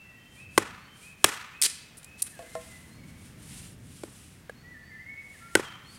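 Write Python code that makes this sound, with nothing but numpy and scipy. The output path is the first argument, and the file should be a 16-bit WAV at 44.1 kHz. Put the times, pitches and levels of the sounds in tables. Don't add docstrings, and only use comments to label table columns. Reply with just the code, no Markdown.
import sys
import numpy as np
from scipy import signal
from scipy.fft import rfft, irfft
from scipy.io import wavfile

SR = 44100
rng = np.random.default_rng(int(sys.argv[2]) if len(sys.argv) > 2 else 0)


def wav_out(sig):
    wavfile.write(sys.argv[1], SR, np.round(np.clip(np.atleast_2d(sig).T, -1, 1) * 32767).astype(np.int16))


N = 263718


def undb(db):
    return 10 ** (np.asarray(db) / 20)


def unit(x):
    return x / np.sqrt(np.mean(x ** 2))


def seconds(length):
    return np.arange(int(length * SR)) / SR


def add(track, start, sound):
    i = int(round(start * SR))
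    sound = sound[max(-i, 0):]
    i = max(i, 0)
    track[i:i + len(sound)] += sound[:max(N - i, 0)]


def colour(points, size, tilt_db):
    hz, db = np.transpose(points)
    octave = np.log2(np.maximum(np.fft.rfftfreq(size, 1 / SR), 1))
    return undb(np.interp(octave, np.log2(hz), db + tilt_db * np.log2(hz)))


def noise(points, size, tilt_db=0):
    gain = colour(points, size, tilt_db)
    phase = 2 * np.pi * rng.random(len(gain))
    return unit(irfft(gain * np.exp(1j * phase), size))


def click(points, size, tilt_db):
    pulse = np.fft.fftshift(irfft(colour(points, size, tilt_db), size))
    return unit(pulse) / np.sqrt(size)


def walk(rate, size=N):
    knots = np.arange(size) / SR * rate
    values = rng.standard_normal(2048)
    return np.interp(knots, np.arange(len(values)), values)


def fade(t, t60):
    return np.exp(-np.log(1000) * t / t60)


def ring(modes, t, tuning, tilt_db):
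    pivot_hz = 500
    total = 0
    for k, (hz, db, t60) in enumerate(modes):
        gain = (-1) ** k * undb(db + tilt_db * np.log2(hz / pivot_hz))
        total = total + gain * fade(t, t60) * np.sin(2 * np.pi * hz * tuning * t)
    return total


def burst(t, length, swell):
    u = 2 * t / length
    return (u * np.exp(1 - u)) ** swell


def whistle(length, first_hz, final_hz, slide_s):
    t = seconds(length)
    waver, flutter_db = walk(200, size=len(t)), walk(60, size=len(t))
    hz = final_hz + (first_hz - final_hz) * np.exp(-5 * (t / slide_s) ** 1.6)
    hz = hz * (1 + .007 * waver)
    tone = np.sin(2 * np.pi * np.cumsum(hz) / SR)
    return undb(flutter_db) * signal.windows.tukey(len(t), .6) * tone


# (t/s, relative level/dB)
RUMBLE_SWELLS = [(0.0, -59.5), (0.65, -53), (0.88, -58), (1.63, -60), (2.86, -53), (3.01, -51), (3.45, -49),
                 (3.85, -50), (4.15, -56), (4.63, -54), (5.28, -58.5), (5.7, -54), (5.98, -55)]
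# (f/Hz, relative level/dB)
RUMBLE_SPECTRUM = [(20, -26.5), (45, -8.5), (80, -1.5), (140, -1.5), (230, -5), (330, -13.5), (600, -26),
                   (1500, -54.5)]
# (f/Hz, relative level/dB)
AIR_SPECTRUM = [(200, -3), (500, -0.5), (1000, -3), (2000, 0), (4000, -9), (9000, -13), (16000, -18)]


def countryside():
    swell_db = np.interp(np.arange(N) / SR, *np.transpose(RUMBLE_SWELLS))
    rumble = noise(RUMBLE_SPECTRUM, size=N) * undb(swell_db + 0.85 + 0.4 * walk(10))
    hiss = undb(-60.0) * noise(AIR_SPECTRUM, size=N) * undb(1.3 * walk(2.0))
    return rumble + hiss


# (start t/s, length/s, held f/Hz, relative level/dB)
RISING_CALLS = [(-0.1, 0.24, 2680, -48.5), (0.35, 0.16, 2636, -48), (0.994, 0.16, 2570, -50.5),
                (1.497, 0.21, 2590, -50), (2.013, 0.25, 2584, -52.5)]
SLUR_FROM, SLUR_S = 0.85, 0.12


def calling_bird():
    out = np.zeros(N)
    for start, length, hz, db in RISING_CALLS:
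        add(out, start, undb(db) * whistle(length, SLUR_FROM * hz, hz, SLUR_S))
    return out


# (f/Hz, relative level/dB, t60/s before the linger factor)
TREE_SCATTER = [(100, -15, .4), (350, -1, 0.31), (690, -3, 0.48), (1250, -1.5, 0.99), (2430, -0.5, 0.95),
                (4440, -3.5, 0.69), (10000, 2, 0.38), (16400, -15.5, 0.88)]


def woodland(x, db, build_s, linger):
    t = seconds(1.4)
    hz, band_db, t60 = np.transpose(TREE_SCATTER)
    clumps = undb(2.2 * walk(130, size=len(t)))
    uneven = undb(4.2 * rng.standard_normal(len(t)))
    echoes = rfft(unit(rng.standard_normal(len(t)) * uneven * clumps))
    octave = np.log2(np.maximum(np.fft.rfftfreq(len(t), 1 / SR), 1))
    tail = 0
    for k, share in enumerate(np.eye(len(hz))):
        band = irfft(echoes * np.interp(octave, np.log2(hz), share), len(t))
        tail = tail + undb(band_db[k]) * band * fade(t, t60[k] * linger)
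    response = tail * (1 - np.exp(-t / build_s)) / np.sqrt(SR)
    return undb(db) * signal.fftconvolve(x, response)[:N]


# (start t/s, length/s, starting f/Hz, final f/Hz, relative level/dB)
SONG_NOTES = [(0.022, 0.22, 2030, 1904, -58.5), (0.134, 0.29, 3060, 3130, -60.5),
              (0.849, 0.15, 3020, 3134, -57.5), (2.309, 0.094, 1950, 1597, -54),
              (2.408, 0.2, 2020, 2090, -55.5), (2.655, 0.139, 2164, 1993, -55),
              (2.967, 0.088, 2320, 2200, -57.5), (4.618, 0.14, 1870, 1977, -49),
              (4.732, 0.054, 1890, 1740, -46.5), (4.892, 0.086, 2148, 2030, -48.5),
              (4.907, 0.077, 1712, 1780, -48), (4.971, 0.066, 1818, 2090, -45.5),
              (5.038, 0.12, 2060, 2226, -42), (5.155, 0.06, 2520, 2577, -60.5),
              (5.334, 0.038, 2120, 1694, -49), (5.389, 0.16, 1340, 1393, -49.5),
              (5.632, 0.085, 3350, 3077, -46.5), (5.836, 0.11, 4120, 4440, -54.5)]


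def songbirds():
    out = np.zeros(N)
    for start, length, first_hz, final_hz, db in SONG_NOTES:
        add(out, start, undb(db) * whistle(length, first_hz, final_hz, length))
    return out


# (t/s of greatest speed, length/s, relative level/dB)
ARM_MOVES = [(0.39, 0.21, -61), (1.05, 0.25, -56), (2.2, 0.051, -49.5), (2.65, 0.88, -55.5),
             (3.1, 0.18, -63), (3.26, 0.24, -58), (3.58, 0.43, -49), (3.98, 0.44, -56.5), (4.2, 0.62, -57),
             (5.39, 0.43, -60.5), (5.95, 0.23, -58.5)]
# (f/Hz, relative level/dB)
CLOTH_SPECTRUM = [(500, -15), (1300, -9), (2800, 0), (4500, -4), (6500, -3), (9400, 3), (12000, -8),
                  (16000, -22)]
SPEED_UP_SHARE, RUB_POWER = 0.55, 1.98
SWING_S, SWING_DB = 0.16, -55.5


def jacket():
    t, rubbing = np.arange(N) / SR, np.zeros(N)
    swings = [(start, SWING_S, db + SWING_DB) for start, db, *_ in HATCHET_BLOWS]
    for fastest, length, db in [*ARM_MOVES, *swings]:
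        speed = np.interp((t - fastest) / length, [-SPEED_UP_SHARE, 0, 1 - SPEED_UP_SHARE], [0, 1, 0])
        rubbing += undb(db) ** 2 * speed ** RUB_POWER
    catching = undb(1.2 * walk(70))
    return undb(2.5) * np.sqrt(rubbing) * noise(CLOTH_SPECTRUM, size=N) * catching


# (t/s, relative level/dB, log tuning factor, upper modes' tilt/dB per octave,
# crunch level/dB, crunch length/s, stick f/Hz, stick level/dB, echo level/dB), the last levels relative to the blow
HATCHET_BLOWS = [(0.5772, -2, 1.04, -2.5, -10.5, 0.0036, 1094, -11, 15),
                 (1.2425, -4, 1.1, 0.9, 4, 0.0023, 2570, -11, 21),
                 (4.0345, -25.5, 0.99, -9, -14.5, 0.0027, 578, -10, 23.5),
                 (4.495, -31.5, 1.45, -7.5, -17, 0.0037, 1647, -3.5, 6.5),
                 (5.5522, -2, 1.035, -1.6, -8.5, 0.0023, 1516, -4, 14.5),
                 (5.571, -20, 1, -7, -32, 0.0035, 1460, -14, 4),
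                 (5.595, -19, 1.14, -8.5, -22, 0.0027, 1450, -19, 5)]
# (f/Hz before tuning, level/dB before tilt, t60/s)
LOG_RESONANCES = [(326, -2.5, 0.025), (429, 4, 0.0097), (542, -4, 0.019), (834, -6, 0.02),
                  (1126, -10, 0.016), (1486, -1.5, 0.019), (1600, -10, 0.012), (1898, -4.5, 0.021),
                  (2122, -8, .022), (2605, -13, 0.016), (2954, -7, 0.017)]
# (f/Hz, relative level/dB)
CRUNCH_SPECTRUM = [(60, -21), (300, -7.5), (1000, 2.5), (2500, -1.5), (4500, -3.5), (6500, -8), (9000, 1),
                   (11500, -10.5), (16000, -21)]
# (f/Hz, relative level/dB)
RADIATED_SPECTRUM = [(100, -6.5), (350, 5.5), (700, -1), (1300, 1), (2500, -4), (4500, -8), (9000, -8),
                     (16000, -20.5)]


def hatchet():
    direct, thuds, spread, t = np.zeros(N), np.zeros(N), np.zeros(N), seconds(.2)
    contact = undb(2.5) * fade(t, 0.0033) * np.sin(2 * np.pi * 1150 * t)
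    low_tones = np.sin(2 * np.pi * 105 * t) - np.sin(2 * np.pi * 210 * t)
    thud = undb(-30.5) * burst(t, 0.0023, swell=0.7) + undb(-29.5) * fade(t, 0.11) * low_tones
    for start, db, tuning, tilt_db, crunch_db, length, stick_hz, stick_db, echo_db in HATCHET_BLOWS:
        crunch = undb(crunch_db) * noise(CRUNCH_SPECTRUM, size=len(t)) * burst(t, length, swell=0.84)
        stick = undb(stick_db) * burst(t, .0055, swell=1.6) * np.sin(2 * np.pi * stick_hz * t)
        log = ring(LOG_RESONANCES, t, tuning, tilt_db)
        add(direct, start, undb(db) * (undb(2 * tilt_db) * contact + log + stick + crunch))
        add(thuds, start, undb(db) * thud)
        pulse = click(RADIATED_SPECTRUM, size=256, tilt_db=0.69 * tilt_db)
        add(spread, start, undb(db + echo_db) * pulse)
    high_pass = signal.butter(N=2, Wn=170, btype="high", fs=SR, output="sos")
    return signal.sosfilt(high_pass, direct) + thuds, spread


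# (start t/s, final f/Hz)
PIPING_NOTES = [(0.769, 4450), (2.48, 4240), (2.889, 4330), (4.53, 4450), (4.811, 4640), (5.86, 4820)]
PIPING_S, PIPING_FROM, PIPING_DB = 0.13, 0.93, -62.5


def piping():
    out = np.zeros(N)
    for start, hz in PIPING_NOTES:
        add(out, start, undb(PIPING_DB) * whistle(PIPING_S, PIPING_FROM * hz, hz, PIPING_S))
    return out


TEAR_START_S, JERK_GAP_S, JERK_DB, JERK_LENGTH_S, JERK_TILT_DB = 1.6163, 0.0063, -14.5, 0.00099, 2.5
JERK_WEAKEN_DB, JERK_STRETCH, JERK_DULL_DB = 2.0, 0.52, 0.5
CRACK_DB, CRACK_S, CRACK_WEAKEN_DB = -10, 0.00023, 6
SPLINTER_LOW_HZ, SPLINTER_HIGH_HZ = 4500, 9600


def tear(count):
    k = np.arange(count)
    start, doublings = TEAR_START_S + k * JERK_GAP_S, np.log2(k + 1)
    tilt_db = JERK_TILT_DB - JERK_DULL_DB * k
    splinter_hz = rng.uniform(SPLINTER_LOW_HZ, SPLINTER_HIGH_HZ, count)
    crack_db = CRACK_DB - CRACK_WEAKEN_DB * doublings
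    cracks = zip(start, crack_db, np.full(count, CRACK_S), tilt_db, splinter_hz)
    spray_db = JERK_DB - JERK_WEAKEN_DB * doublings
    spray_s = JERK_LENGTH_S * (k + 1) ** JERK_STRETCH
    sprays = zip(start, spray_db, spray_s, tilt_db, splinter_hz)
    return [*cracks, *sprays]


# (t/s, relative level/dB, length/s, tilt/dB per octave, splinter f/Hz)
FIBRE_SNAPS = [(1.699, -30.5, 0.00066, -2, 9650), (1.97, -45.5, 0.0086, 8, 9700),
               (2.0294, -47.5, 0.0026, 0, 9440), (2.0445, -39.5, 0.0019, 6, 7800),
               (2.2207, -16.5, 0.00091, 6, 9400), (2.2226, -19.5, 0.0019, 10, 9200),
               (2.265, -46, 0.007, -4.5, 1560)]
# (f/Hz, relative level/dB)
SNAP_SPECTRUM = [(100, -42.5), (400, -3.5), (750, -20.5), (1300, -5.5), (2100, 0.5), (3000, 2), (4500, 4.5),
                 (6500, 1), (9200, 7.5), (11500, -1.5), (16000, -18)]


def splitting():
    out, t = np.zeros(N), seconds(.08)
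    for start, db, length, tilt_db, splinter_hz in [*tear(count=8), *FIBRE_SNAPS]:
        fibres = noise(SNAP_SPECTRUM, size=len(t), tilt_db=tilt_db) * undb(2.4 * walk(1000, size=len(t)))
        splinter = signal.lfilter(*signal.iirpeak(splinter_hz, 4.5, fs=SR), fibres)
        spray = unit(fibres + undb(-2.0) * splinter)
        add(out, start, undb(db) * spray * burst(t, length, swell=0.39))
    return out


# (t/s, relative level/dB, tuning factor, upper modes' tilt/dB per octave)
HALF_DROPS = [(2.3913, -39, 1.05, -1.5), (2.4250, -45, 0.98, -9), (2.552, -31.5, 1.0, 3)]
# (f/Hz before tuning, level/dB before tilt, t60/s)
STICK_RESONANCES = [(490, -5.5, 0.26), (648.5, 1.5, 0.18), (795, -1, 0.023), (1058, -11.5, 0.14),
                    (1360, -10, 0.042), (1710, -20, 0.056), (1830, -26, 0.22)]


def halves():
    out, t = np.zeros(N), seconds(.4)
    for start, db, tuning, tilt_db in HALF_DROPS:
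        tick = undb(-5.5) * noise(SNAP_SPECTRUM, size=len(t), tilt_db=-5) * fade(t, 0.021)
        add(out, start, undb(db) * (ring(STICK_RESONANCES, t, tuning, tilt_db) + tick))
    return out


def scene():
    chops, spread = hatchet()
    snaps, drops = splitting(), halves()
    song = calling_bird() + songbirds() + piping()
    into_trees = spread + undb(1.0) * snaps + undb(2.5) * drops
    echo = woodland(into_trees, db=2.5, build_s=0.011, linger=1.0)
    far = undb(-1.0) * song + woodland(song, db=12.0, build_s=0.006, linger=1.4)
    return (chops + snaps + drops + jacket() + echo + far + countryside())[None]


TOP_HZ = 15900


def record(dry):
    ceiling, knee = .54, 6
    clipped = dry / (1 + np.abs(dry / ceiling) ** knee) ** (1 / knee)
    return signal.sosfilt(signal.ellip(10, .2, 70, TOP_HZ, fs=SR, output="sos"), clipped)


dry = scene()
out = record(dry)
wav_out(out)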